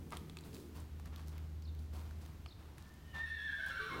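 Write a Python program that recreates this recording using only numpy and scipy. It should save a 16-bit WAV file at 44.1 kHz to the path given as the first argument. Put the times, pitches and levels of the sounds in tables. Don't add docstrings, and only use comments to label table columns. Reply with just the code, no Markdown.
import sys
import numpy as np
from scipy import signal
from scipy.fft import rfft, irfft
from scipy.io import wavfile
from scipy.ndimage import uniform_filter1d

SR = 44100
rng = np.random.default_rng(int(sys.argv[2]) if len(sys.argv) > 2 else 0)


def generate_wav(signal):
    frames = np.transpose(np.atleast_2d(signal))
    scaled = np.clip(frames, -1, 1) * 32767
    pcm = np.round(scaled).astype(np.int16)
    wavfile.write(sys.argv[1], SR, pcm)


N = 176400
T = np.arange(N) / SR

# drop_s, top_hz, dip_hz, top_db, dip_db, low_voice_hz, hum_db, rasp_db
SHAKES = [(3.142, 1819, 1780, -60, -45, 926, -87, -61), (3.255, 1844, 1717, -39, -48, 886, -84, -56),
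          (3.378, 1822, 1680, -41.5, -43.5, 888, -84, -56.5),
          (3.472, 1801, 1613, -40.5, -40, 763, -91, -55.5),
          (3.583, 1768, 1533, -42.5, -41.5, 639, -57.5, -54.5),
          (3.695, 1670, 1363, -40.5, -47, 534, -57, -51.5),
          (3.795, 1558, 1152, -35.5, -52.5, 449.5, -49, -50.5),
          (3.89, 1530, 1070, -44, -46, 353.3, -55, -52.5), (4.01, 1400, 1124, -48.5, -45, 277.5, -44, -46)]


def whinny():
    # time_s, pitch_hz, level_db
    lead_in = [(2.8, 1720, -73), (2.87, 1777, -70), (3.0, 1860, -79), (3.09, 1820, -64), (3.15, 1810, -84)]
    squeak = [(2.99, 3080, -82), (3.05, 3000, -74), (3.11, 2985, -71), (3.15, 2750, -59), (3.19, 2640, -80)]
    phase, level_db = shaking()
    return squeal(lead_in) + squeal(squeak) + whistle(phase, level_db) + low_voice(phase) + grunt()


def shaking():
    drop_s, dip_s, climb_s = 0.013, 0.05, 0.027
    points = [(SHAKES[0][0] - 2 * drop_s, SHAKES[0][1], -120)]
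    for s, top_hz, dip_hz, top_db, dip_db, *_ in SHAKES:
        top_s = min(points[-1][0] + climb_s, s - drop_s)
        points += [(top_s, top_hz, top_db - 4), (s - drop_s, top_hz, top_db),
                   (s + drop_s, dip_hz, dip_db), (s + dip_s, dip_hz, dip_db)]
    pitch_hz, level_db = curves(points)
    jitter = np.interp(T, [3.7, SHAKES[-1][0]], [0.009, 0.03])
    pitch_hz = uniform_filter1d(pitch_hz, size=600) * (1 + jitter * wander(hz=127))
    return phase_of(pitch_hz), level_db


def whistle(phase, level_db):
    overtone_db = [-22, -49, -52, -45, -50]
    jitter, flicker_db = 0.011, 3
    blurred = phase + phase_of(SHAKES[0][1] * jitter * wander(hz=204))
    overtones = sum(amp(db + flicker_db * wander(hz=25.2)) * np.sin(k * blurred)
                    for k, db in enumerate(overtone_db, start=2))
    head_ring = amp(-15) * resonate(np.sin(2 * blurred), hz=3404, width_hz=280)
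    return unit(np.sin(phase) + overtones + head_ring) * amp(level_db)


def low_voice(whistle_phase):
    # centre_hz, width_hz, gain_db
    formants = [(455, 78, -26), (1090, 140, -3), (1482, 150, 6), (1910, 130, 3.5), (2222, 120, 6),
                (2740, 200, 0.5), (3122, 200, -1), (3600, 530, -0.5), (3870, 146, 2.5), (4065, 240, -2),
                (5500, 260, -8), (6092, 390, -18), (8400, 900, -26), (9400, 330, -15.5)]
    rise_s, hold_s, fade_s, hum_fade_s = 0.005, 0.0396, 0.067, 0.04
    sag_per_s, jitter_hz, roughness, sideband_db = 0.49, 24, 0.47, 2
    out, t = np.zeros(N), np.arange(SR // 4) / SR
    envelope = np.minimum(t / rise_s, 1) * np.exp(-np.maximum(t - hold_s, 0) / fade_s)
    shrill = sum(np.cos(k * whistle_phase) for k in range(1, 9))
    for start_s, *_, pitch_hz, hum_db, rasp_db in SHAKES:
        sagging_hz = pitch_hz * (1 - sag_per_s * (t - hold_s))
        phase = phase_of(sagging_hz + jitter_hz * wander(hz=115.4)[:len(t)])
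        folds = unit(sum(np.cos(k * phase) for k in range(1, int(SR / 4 / pitch_hz))))
        gate = 1 + np.cos(phase)
        puffs = unit(gate * rng.standard_normal(len(t)))
        onset = min(round(start_s * SR), N - len(t) // 10)
        sidebands = unit(gate * np.resize(shrill[onset:], len(t)))
        drive = (1 - roughness) * unit(folds + amp(sideband_db) * sidebands) + roughness * puffs
        sway = 1 + 0.0087 * wander(hz=10)[:len(t)]
        rasp = unit(sum(amp(db) * resonate(drive, hz * sway, width) for hz, width, db in formants))
        hum = unit(np.sin(phase)) * np.exp(-t / hum_fade_s)
        add(out, start_s, envelope * (amp(hum_db) * hum + amp(rasp_db) * rasp))
    return out


def squeal(contour):
    pitch_hz, level_db = curves(contour)
    phase = phase_of(pitch_hz * (1 + 0.0172 * wander(hz=250)))
    sounding = (T > contour[0][0]) & (T < contour[-1][0])
    return unit(np.sin(phase)) * amp(level_db) * sounding


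def grunt():
    # frequency_hz, gain_db
    chest = [(100, -12), (230, 2), (350, 2), (480, -1.5), (650, -10.5), (1000, -8), (1500, -19),
             (3000, -57)]
    start_s, rise_s, pitch_hz, jitter, level_db = 3.88, 0.09, 116.3, 0.09, -44.5
    phase = phase_of(pitch_hz * (1 + jitter * wander(hz=59)))
    pulses = sum(np.cos(k * phase) for k in range(1, 10))
    swell = np.clip((T - start_s) / rise_s, 0, 1)
    return colour(pulses, chest) * amp(level_db) * swell


def steps():
    # start_s, length_s, thud_db, crunch_db, grit_db
    footfalls = [(0.111, 0.054, -68, -54, -63), (0.436, 0.054, -51, -70, -73),
                 (0.526, 0.075, -53.5, -67.5, -64.5), (0.743, 0.074, -53.5, -62.5, -67.5),
                 (0.994, 0.027, -77, -75, -80), (1.049, 0.022, -58.5, -58.5, -68),
                 (1.121, 0.024, -64, -56.5, -82), (1.162, 0.078, -66, -62.5, -69.5),
                 (1.268, 0.043, -63, -99, -70.5), (1.313, 0.1, -66, -65.5, -87),
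                 (1.78, 0.071, -63, -78, -73.5), (1.925, 0.092, -52.5, -61.5, -68.5),
                 (2.048, 0.097, -80, -71.5, -79), (2.201, 0.092, -61, -68, -70.5),
                 (2.579, 0.16, -64.5, -68, -84), (2.769, 0.13, -80, -70.5, -72),
                 (3.136, 0.067, -58, -53, -72), (3.657, 0.044, -68, -56.5, -60.5)]
    # frequency_hz, gain_db
    thud_spectrum = [(30, -26), (70, 1), (200, -2.5), (400, -15.5), (800, -22.5), (2000, -34)]
    crunch_spectrum = [(200, -19), (600, -3), (1000, 2), (1800, -5), (3500, -9.5), (7000, -22),
                       (16000, -79)]
    grit_spectrum = [(1000, -37), (4000, 6.5), (7000, 1.5), (12000, -2), (16000, -5)]
    rise_s, fade_db = 0.013, -5
    thud = colour(rng.standard_normal(N), thud_spectrum)
    crunch = colour(grains(per_s=2500, spread_db=-1), crunch_spectrum)
    grit = colour(grains(per_s=1200, spread_db=3), grit_spectrum)
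    out = np.zeros(N)
    for start_s, length_s, thud_db, crunch_db, grit_db in footfalls:
        t = np.maximum(T - start_s, 0)
        envelope = np.minimum(t / rise_s, 1) * amp(fade_db * np.minimum(t / length_s, 10) ** 2)
        out += envelope * (amp(thud_db) * thud + amp(crunch_db) * crunch + amp(grit_db) * grit)
    return out


def grains(per_s, spread_db):
    size = amp(spread_db * np.minimum(rng.exponential(1, N), 4))
    return size * rng.standard_normal(N) * (rng.random(N) < per_s / SR)


def tack():
    # start_s, body_db, crack_db
    knocks = [(.1225, -42, -58), (0.127, -51, -56), (.132, -38.5, -61), (0.3709, -51.5, -41.5),
              (2.461, -51, -41)]
    # frequency_hz, gain_db, t60_s
    modes = [(727, -16.5, 0.098), (924, -6.5, 0.04), (1212, 2, 0.021), (1580, -14, 0.043),
             (2035, -8, 0.018)]
    # start_s, ring_hz, ring_db, snap_db
    clicks = [(0.106, 7600, -52.5, -52), (0.1226, 1970, -61, -44), (.170, 3340, -38.5, -57),
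              (0.1702, 9100, -42, -55), (0.172, 15200, -50, -58), (.2975, 3300, -45, -48.5),
              (0.3704, 2560, -47, -43.5), (0.3874, 3780, -43.5, -52), (0.409, 7000, -62, -49.5),
              (.438, 3940, -52, -58), (0.531, 2920, -55, -55), (0.554, 2460, -56, -52),
              (.567, 4100, -52, -49), (.761, 3500, -58, -51), (0.802, 8200, -51, -58),
              (0.9983, 1140, -55, -48), (1.058, 1900, -50.5, -48), (1.129, 1190, -55, -68),
              (1.161, 3600, -47.5, -45.5), (1.283, 4530, -59, -46.5), (1.381, 2063, -55, -50),
              (1.623, 6960, -57, -54), (1.75, 14400, -58, -56.5), (1.791, 4300, -59, -61),
              (2.11, 1400, -48, -54.5), (2.262, 1830, -57, -50.5), (2.782, 2679, -62, -44.5),
              (2.94, 9070, -61, -57), (3.664, 11250, -49, -61)]
    crack_s, ring_s, snap_s, ring_jitter = 0.001, 0.0018, 0.00074, 0.15
    out, t = np.zeros(N), np.arange(SR // 20) / SR
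    body = sum(amp(db - 60 * t / t60_s) * np.sin(2 * np.pi * hz * t) for hz, db, t60_s in modes)
    crack_band = signal.butter(2, [1860, 3680], "bandpass", fs=SR)
    for start_s, body_db, crack_db in knocks:
        crack = unit(signal.lfilter(*crack_band, rng.standard_normal(len(t)))) * np.exp(-t / crack_s)
        add(out, start_s, amp(body_db) * body + amp(crack_db) * crack)
    for start_s, ring_hz, ring_db, snap_db in clicks:
        noise, blur = rng.standard_normal((2, len(t)))
        snap = unit(signal.lfilter([1], [1, -0.46], noise)) * np.exp(-t / snap_s)
        blur = unit(uniform_filter1d(blur, size=12))
        ring = np.sin(phase_of(ring_hz * (1 + ring_jitter * blur))) * np.exp(-t / ring_s)
        add(out, start_s, amp(ring_db) * ring + amp(snap_db) * snap)
    return out


def bird():
    # start_s, level_db
    calls = [(1.625, -63.5), (2.458, -61)]
    # time_s, pitch_hz, gain_db
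    contour = [(0, 4255, 1), (.008, 4800, -11), (0.024, 5400, -8), (0.031, 4150, 4), (0.038, 4460, -4),
               (0.043, 3330, -23), (.053, 3720, 3), (.063, 4600, -6), (.068, 3650, 3), (0.077, 3650, -13),
               (.084, 4160, -18)]
    out, t = np.zeros(N), np.arange(0, contour[-1][0], 1 / SR)
    pitch_hz, gain_db = curves(contour, t)
    for start_s, level_db in calls:
        phase = phase_of(pitch_hz * (1 + 0.019 * wander(hz=507)[:len(t)]))
        add(out, start_s, amp(level_db + gain_db) * np.sin(phase))
    return out


def arena(x):
    # frequency_hz, t60_s
    decay_times = [(100, 3.6), (500, 0.52), (1700, 1.06), (4000, 0.68), (9000, 0.1), (16000, 0.61)]
    hz, t, spectrum = signal.stft(rng.standard_normal(SR), SR, nperseg=256)
    t60_s = read(decay_times, hz)[:, None]
    equal_energy = np.sqrt(2 * np.log(1000) / t60_s / SR)
    tail = signal.istft(spectrum * amp(-60 * t / t60_s) * equal_energy, SR)[1]
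    return signal.fftconvolve(x, tail)[:N]


def engine():
    # time_s, pitch_hz, fundamental_db, second_harmonic_db
    drone = [(0, 79.76, -58, -61), (.3, 78.96, -55, -55), (.58, 79.27, -60, -64), (.79, 78.44, -48.5, -69),
             (1.05, 77.8, -49.5, -63.5), (1.3, 77.97, -45.5, -57.5), (1.75, 78.32, -44.5, -61),
             (2.0, 77.15, -45.5, -67.5), (2.25, 77.55, -51.5, -60.5), (2.55, 76.67, -55, -75.5),
             (2.9, 75, -66.5, -72), (3.17, 76.46, -51, -69.5), (3.6, 75.9, -59.5, -77), (4, 75, -61, -57)]
    waver_db = 0.7
    pitch_hz, *harmonic_db = curves(drone)
    phase = phase_of(pitch_hz * (1 + 0.01003 * wander(hz=6.1)))
    return sum(unit(np.sin(k * phase)) * amp(db + waver_db * wander(hz=30.2))
               for k, db in enumerate(harmonic_db, start=1))


def ambience():
    # frequency_hz, gain_db
    rumble = [(20, -76), (35, -14.5), (55, 4), (75, 5.5), (110, -1), (200, -6.5), (330, -11.5), (500, -20),
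              (900, -26), (3000, -57)]
    wash = [(100, -26), (200, 0), (320, -0.5), (450, -6), (700, -34.5), (2000, -34.5)]
    air = [(100, 15.5), (500, -1.5), (1000, 1.5), (2000, -3), (4000, -6.5), (7000, -11.5), (10300, -15.5),
           (12000, -13), (16000, -14.5)]
    # time_s, level_db
    rumble_level = [(0, -51.5), (.5, -59), (1.0, -54), (1.6, -56), (2.0, -53.5), (2.5, -56.5), (3.0, -55.5),
                    (3.5, -61), (4, -56)]
    wash_level = [(0, -61), (.5, -56), (.7, -64.5), (4, -84.5)]
    air_level = [(0, -63.5), (1.2, -63.5), (1.7, -64.5), (2.7, -63), (3.3, -63.5), (4, -56)]
    beds = (rumble, rumble_level, 0.73), (wash, wash_level, 3), (air, air_level, 0.7)
    out = np.zeros(N)
    for spectrum, envelope, waver_db in beds:
        noise = colour(rng.standard_normal(N), spectrum)
        out += noise * amp(curves(envelope)[0] + waver_db * wander(hz=2.4))
    return out


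def amp(db):
    return 10 ** (np.asarray(db) / 20)


def unit(x):
    return x / np.sqrt(np.mean(x ** 2) + 1e-20)


def curves(rows, t=T):
    time_s, *columns = np.transpose(rows)
    return [np.interp(t, time_s, column) for column in columns]


def read(points, hz):
    frequency_hz, value = np.transpose(points)
    return np.interp(np.log(hz + 1), np.log(frequency_hz), value)


def colour(x, spectrum):
    gain = amp(read(spectrum, np.fft.rfftfreq(N, 1 / SR)))
    return unit(irfft(rfft(x) * gain, N))


def wander(hz):
    rolloff = 1 + (np.fft.rfftfreq(N, 1 / SR) / hz) ** 4
    return unit(irfft(rfft(rng.standard_normal(N)) / rolloff, N))


def add(mix, start_s, sound):
    part = mix[max(round(start_s * SR), 0):][:len(sound)]
    part += sound[:len(part)]


def phase_of(hz):
    return 2 * np.pi * np.cumsum(hz) / SR


def resonate(x, hz, width_hz):
    pole = np.exp(-np.pi * width_hz / SR)
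    carrier = np.exp(1j * phase_of(hz * np.ones(len(x))))
    baseband = signal.lfilter([(1 - pole) ** 2], [1, -2 * pole, pole * pole], x / carrier)
    return 2 * (carrier * baseband).real


def scene():
    horse, near, chirps = whinny(), steps() + tack(), bird()
    direct = amp(-5.5) * horse + near + chirps
    echo = arena(amp(-2) * horse + amp(-11.5) * near + amp(-3.5) * chirps)
    return (direct + echo + engine() + ambience())[None]


def record(dry):
    lowpass = signal.firwin(511, 16000, window=("kaiser", 9), fs=SR)
    return signal.oaconvolve(dry, lowpass[None], "same")


dry = scene()
out = record(dry)
generate_wav(out)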